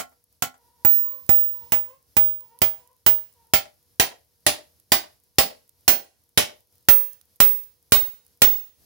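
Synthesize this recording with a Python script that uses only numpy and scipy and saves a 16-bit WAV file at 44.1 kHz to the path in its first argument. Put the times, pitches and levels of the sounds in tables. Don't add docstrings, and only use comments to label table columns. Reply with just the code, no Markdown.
import sys
import numpy as np
from scipy import signal
from scipy.fft import rfft, irfft, next_fast_len
from scipy.io import wavfile
from scipy.ndimage import map_coordinates

SR = 44100
rng = np.random.default_rng(int(sys.argv[2]) if len(sys.argv) > 2 else 0)


def wrap_up_sound(samples):
    columns = np.atleast_2d(samples).T
    tamed = np.clip(columns, -1, 1)
    steps = np.round(tamed * 32767).astype(np.int16)
    wavfile.write(sys.argv[1], SR, steps)


N = 390285
T = np.arange(int(.7 * SR)) / SR


def amp(db):
    return 10 ** (np.asarray(db) / 20)


def unit(x):
    return x / np.sqrt(np.mean(x ** 2) + 1e-20)


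def fade(t, t60):
    return amp(-60 * t / np.maximum(t60, 1e-3))


def along(points, hz):
    f, v = np.transpose(points)
    return np.interp(np.log(hz + 1), np.log(f + 1), v)


def wobble(rate):
    knots = rng.standard_normal(int(N * rate / SR) + 4)
    return map_coordinates(knots, [np.arange(N) * rate / SR])


def filtered(x, response):
    n = x.shape[-1]
    m = next_fast_len(n + 8192)
    return irfft(rfft(x, m) * response(np.fft.rfftfreq(m, 1 / SR)), m)[..., :n]


def coloured(x, spectrum):
    return unit(filtered(x, lambda hz: amp(along(spectrum, hz))))


def pan(lean_db):
    lean = np.atleast_1d(lean_db)
    gains = amp(np.array([lean, -lean]) / 2)
    return gains / np.sqrt(np.mean(gains ** 2, axis=0))


def pair(n, shared):
    z = rng.standard_normal((3, n))
    return unit(z[:2] + shared * z[2])


def add(out, s, x):
    i = round(s * SR)
    x = x[:, max(-i, 0):N - i]
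    out[:, max(i, 0):][:, :x.shape[1]] += x


def hammering():
    # start_s, clang_level_db, seat, thump_level_db, thump_lean_db, punch_level_db, punch_life_s
    blows = [(-0.012,-26,0.17,-70,-4,-44,0.11), (0.4229,-24.5,0.34,-60,-8,-33,0.046),
             (0.8485,-33.5,0.2,-32,-27,-10.5,0.56), (1.2919,-29.5,0.09,-27.5,-26.5,-10.5,0.53),
             (1.7207,-27,0.49,-35,-16.5,-14,.28), (2.1673,-25.5,0.13,-33,-23,-11,0.4),
             (2.6176,-20,0.47,-33,-19,-13.5,.25), (3.0635,-20.5,0.51,-37,-19,-9.5,0.28),
             (3.536,-15,0.66,-32.5,-12.5,-11.5,0.13), (3.9977,-14,0.78,-30.5,-19,-16.5,.14),
             (4.465,-13.5,0.86,-34,-12.5,-29,0.16), (4.9193,-13.5,0.83,-32.5,-12.5,-15.5,0.17),
             (5.3842,-12,0.81,-27.5,-9,-16,.18), (5.8791,-13.5,0.87,-32.5,-8.5,-10.5,0.21),
             (6.375,-12,0.83,-31.5,-12,-29.5,.13), (6.8862,-13.5,0.21,-30,0.5,-7,0.34),
             (7.4025,-15,0.41,-35.5,-3.5,-8.5,.37), (7.9206,-12.5,0.67,-28.5,-4,-11.5,0.34),
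             (8.419,-11.5,0.38,-31.5,-1,-10,0.36)]
    # frequency_hz, density_db_per_hz
    crowd_colour = [(35, -31.5), (70, -2.5), (250, -2), (420, -2.5), (700, -1.5), (1100, -3.5), (2000, 1.5),
                    (3200, 1.5), (5200, 0.5), (6800, -4), (8300, -7.5), (10500, -1.5), (13500, -11.5),
                    (16000, -9.5)]
    # time_s, pitch_hz
    punch_pitch = [(0.85, 15448), (2.6, 15504), (5.4, 15521), (6.9, 15558), (8.42, 15612)]
    out = np.zeros((2, N))
    frame_noise = pair(len(T), shared=0.06)
    for s, clang_db, seat, thump_db, thump_lean_db, punch_db, life in blows:
        struck = strike_point(frame_noise + pair(len(T), shared=0.57))
        crowd = coloured(struck, crowd_colour)
        punch_hz = np.interp(s, *np.transpose(punch_pitch))
        add(out, s, amp(clang_db) * clang(crowd, clang_db, seat, life))
        add(out, s, amp(thump_db) * overload_thump(thump_lean_db))
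        add(out, s, amp(punch_db) * punch(punch_hz, life))
    return out


def strike_point(x):
    ripple_db, spacing_hz = 3.2, 110
    knots = rng.standard_normal(512)
    return filtered(x, lambda hz: amp(ripple_db * map_coordinates(knots, [hz / spacing_hz], mode="mirror")))


def clang(crowd, blow_db, seat, life, crack_db=3, crack_t60=0.015, tail_t60=0.46, modes_db=-16):
    # frequency_hz, loose_level_db, firm_level_db
    clear_modes = [(255, -7, -6), (604, -8, 3), (692, -7, -4), (728, -8, -2), (797, 2, 3), (1080, -6, -9),
                   (1355, 3, -7), (1440, -1, -10), (1793, -8, -4), (1930, -4, -8), (2010, 1, -1),
                   (2140, -7, -3), (2630, -3, -4), (3062, 2, 3), (3149, -6, -2), (3260, -3, -7),
                   (3678, -7, 0), (4090, -6, -3), (4517, -7, -1), (4995, -7, 0), (5176, -9, 0),
                   (5460, -7, -2), (7215, -4, -9), (7890, -4, -10), (8452, -10, -6), (10100, -10, -8),
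                   (10485, -8, -5), (10912, -10, -5), (12922, -2, -2)]
    # frequency_hz, t60_share
    damping = [(100, .9), (300, 1.1), (650, 1.45), (1100, .95), (2200, 1.05), (5000, 1.03), (8000, .85),
               (15000, .8)]
    # frequency_hz, lean_db
    frame_lean = [(60, -6.5), (250, -3.5), (600, 1), (1100, -3), (2200, -3.5), (4500, 0), (8500, -1),
                  (14000, -13.5)]
    # frequency_hz, level_db
    contact_colour = [(900, 0), (2000, -1), (5000, 0), (7500, 2)]
    # frequency_hz, change_db_per_db
    lighter_change = [(300, 0.56), (800, 0.7376), (1400, 0.43), (2200, 0.3458), (3700, -.1), (5500, 0.127),
                      (7800, 0.6767), (11000, 0.11), (15000, 1)]
    full_blow_db = -10.5
    loose_t60, firm_t60 = 0.094, 0.24
    low_mode_t60 = .22
    long_life = .32
    full_tail_db, tail_loss_db = -17, 14

    def contact_db(hz):
        return along(contact_colour, hz) + (full_blow_db - blow_db) * along(lighter_change, hz)

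    t60 = loose_t60 + seat * (firm_t60 - loose_t60)
    tail_db = full_tail_db + tail_loss_db * np.log2(min(life / long_life, 1))

    hz, t, z = signal.stft(crowd, SR, nperseg=256)
    dying = fade(t, t60 * along(damping, hz)[:, None]) + amp(crack_db) * fade(t, crack_t60)
    dying = np.hypot(dying, amp(tail_db) * fade(t, tail_t60))
    gains = pan(along(frame_lean, hz)) * amp(contact_db(hz))
    dense = signal.istft(z * dying * gains[..., None], SR, nperseg=256)[1][:, :len(T)]

    firm = np.interp(seat, [.3, .8], [0, 1])
    clear = np.zeros_like(dense)
    for mode_hz, loose_db, firm_db in clear_modes:
        mode_db = loose_db + firm * (firm_db - loose_db) + 3 * rng.standard_normal()
        level_db = modes_db + mode_db + contact_db(mode_hz)
        mode_t60 = along([(1500, low_mode_t60), (3500, 1.05 * t60), (13000, .85 * t60)], mode_hz)
        swing = np.sin(2 * np.pi * (mode_hz * T + rng.random((2, 1)))) * fade(T, mode_t60)
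        clear += amp(level_db) * pan(along(frame_lean, mode_hz)) * swing
    return (dense + clear) * (1 - fade(T, .002))


def punch(hz, life):
    lean_db = -22.5
    tone = np.sqrt(2) * np.sin(2 * np.pi * hz * T)
    damped = fade((T / life) ** 1.6, 0.9)
    return pan(lean_db) * tone * damped * (1 - fade(T, 0.0091))


def overload_thump(lean_db, low_hz=52, high_hz=280, rumble=0.018, rumble_t60=0.07,
                   swing_hz=66, swing_db=-5, swing_t60=0.11):
    bump = rumble * pair(len(T), shared=0.9) * fade(T, rumble_t60)
    bump[:, 0] += 1
    bump = signal.sosfilt(signal.butter(N=2, Wn=high_hz, fs=SR, output="sos"), bump)
    bump = signal.sosfilt(signal.butter(N=4, Wn=low_hz, btype="high", fs=SR, output="sos"), bump)
    bump /= np.sqrt(np.mean(bump[:, :SR // 25] ** 2))
    swing = -amp(swing_db) * np.sin(2 * np.pi * swing_hz * T) * fade(T, swing_t60)
    return pan(lean_db) * (bump + 2 * swing)


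def ticks(t60=0.011):
    # start_s, level_db, body_db
    contacts = [(1.12, -37, 7), (1.2645, -41, -1), (2.4077, -36.5, -4), (2.589, -37.5, 1.5),
                (2.875, -46, -5), (4.7995, -46, 1), (5.6932, -42, -4), (7.1316, -33.5, -8), (7.213, -45, 9),
                (7.3597, -46, -6.5), (7.637, -36, 2), (8.266, -48, -2)]
    # frequency_hz, density_db_per_hz
    tick_colour = [(300, -20), (2500, -10.5), (8000, -1.5), (12000, 10.5), (16000, -3)]
    out = np.zeros((2, N))
    for s, db, body_db in contacts:
        body = [(3500, body_db), (8000, 0)]
        noise = coloured(pair(len(T), shared=0.18), tick_colour)
        contact = filtered(noise, lambda hz: amp(along(body, hz)))
        add(out, s, amp(db) * pan(-8.5) * contact * fade(T, t60))
    return out


def fence(x, echo_db=-38, scatter_t60=0.012):
    delay_s = .118
    colour = [(200, 0.5), (600, 5.5), (2000, -0.5), (5000, -4), (11000, -11.5), (15000, -26)]  # (Hz, dB)
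    scatter = coloured(rng.standard_normal((2, len(T))), colour) * fade(T, scatter_t60)
    out = np.zeros((2, N))
    add(out, delay_s, signal.fftconvolve(x, scatter / np.linalg.norm(scatter[0]), axes=1))
    return amp(echo_db) * out


def hen(hen_db=-1):
    # start_s, length_s, first_pitch_hz, last_pitch_hz, bend_hz, level_db
    calls = [(0.578, 0.33, 462, 484, 0, -65.5), (0.96, 0.27, 490, 503, 36, -52),
             (1.371, 0.11, 498, 496, 1, -56), (1.529, .17, 500, 495, -25, -56.5),
             (1.861, 0.12, 485, 545, 13.5, -51.5), (2.389, .21, 535, 520, -72.5, -61),
             (2.78, 0.17, 462, 505, 2.5, -62), (3.34, 0.2, 525, 520, -65, -65)]
    # frequency_hz, level_db
    throat_colour = [(480, -5.5), (1000, 2), (1500, -19.5), (2000, -19), (2500, -26), (3000, -21),
                     (3600, -31)]
    attack_s, release_s = 0.018, .035
    yard_t60 = .22
    t = np.arange(N) / SR
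    hz, loudness = np.zeros(N), np.zeros(N)
    for s, length, first_hz, last_hz, bend_hz, db in calls:
        on = (t >= s) & (t < s + length)
        age = t[on] - s
        glide = first_hz + (last_hz - first_hz) * age / length
        hz[on] = glide + bend_hz * np.sin(np.pi * age / length)
        loudness[on] = amp(db) * np.clip(np.minimum(age / attack_s, (length - age) / release_s), 0, 1)
    hoarse = .034 * wobble(220) + 0.015 * wobble(40)
    phase = 2 * np.pi * np.cumsum(hz * (1 + hoarse)) / SR
    call = sum(amp(along(throat_colour, k * hz)) * np.sin(k * phase) for k in range(1, 8))
    call = call * loudness * amp(hen_db + 2.5 * wobble(35))
    yard = rng.standard_normal((2, len(T))) * fade(T, yard_t60)
    smeared = signal.fftconvolve(call[None], yard / np.linalg.norm(yard[0]), axes=1)[:, :N]
    return (call + smeared) / np.sqrt(2)


def crackle(crackle_db=-74):
    pops = (rng.random(N) < 12 / SR) * amp(3 * rng.standard_normal(N))
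    grain = pair(SR // 50, shared=.5) * fade(T[:SR // 50], .009)
    spray = signal.fftconvolve(pops[None], grain, axes=1)[:, :N]
    return amp(crackle_db) * coloured(spray, [(3000, -26), (7000, -9), (11000, 1.5), (16000, -3.0)])


def motor_whine(whine_hz=479, whine_db=-81, octave_db=-8):
    phase = 2 * np.pi * np.cumsum(whine_hz * (1 + .02 * wobble(90))) / SR
    tone = np.sin(phase) + amp(octave_db) * np.sin(2 * phase)
    return amp(whine_db + 1.8 * wobble(27)) * tone


def background_noise():
    # frequency_hz, density_db_per_hz
    floor_colour = [(28, -26.5), (45, -10.5), (75, 4.5), (160, -7.5), (310, -11.5), (630, -15),
                    (1300, -22.5), (2700, -23.5), (5300, -14.5), (8000, -23), (10000, -15), (12300, -12.5),
                    (15000, -19)]
    # time_s, level_db
    floor_level = [(0, -66.5), (0.8, -67.5), (1.0, -61.5), (1.65, -59.5), (2.05, -65.5), (3.4, -66.5),
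                   (6.8, -67), (8.85, -66.5)]
    level_db = np.interp(np.arange(N) / SR, *np.transpose(floor_level))
    return amp(level_db + 2.3 * wobble(15)) * coloured(pair(N, shared=0.79), floor_colour)


def scene():
    blows = hammering()
    return blows + fence(blows) + ticks() + hen() + crackle() + motor_whine() + background_noise()


def record(dry):
    top_hz = 16200
    squashed = dry / (1 + np.abs(dry) ** 8) ** (1 / 8)
    return filtered(squashed, lambda hz: 1 / np.sqrt(1 + (hz / top_hz) ** 200))


dry = scene()
out = record(dry)
wrap_up_sound(out)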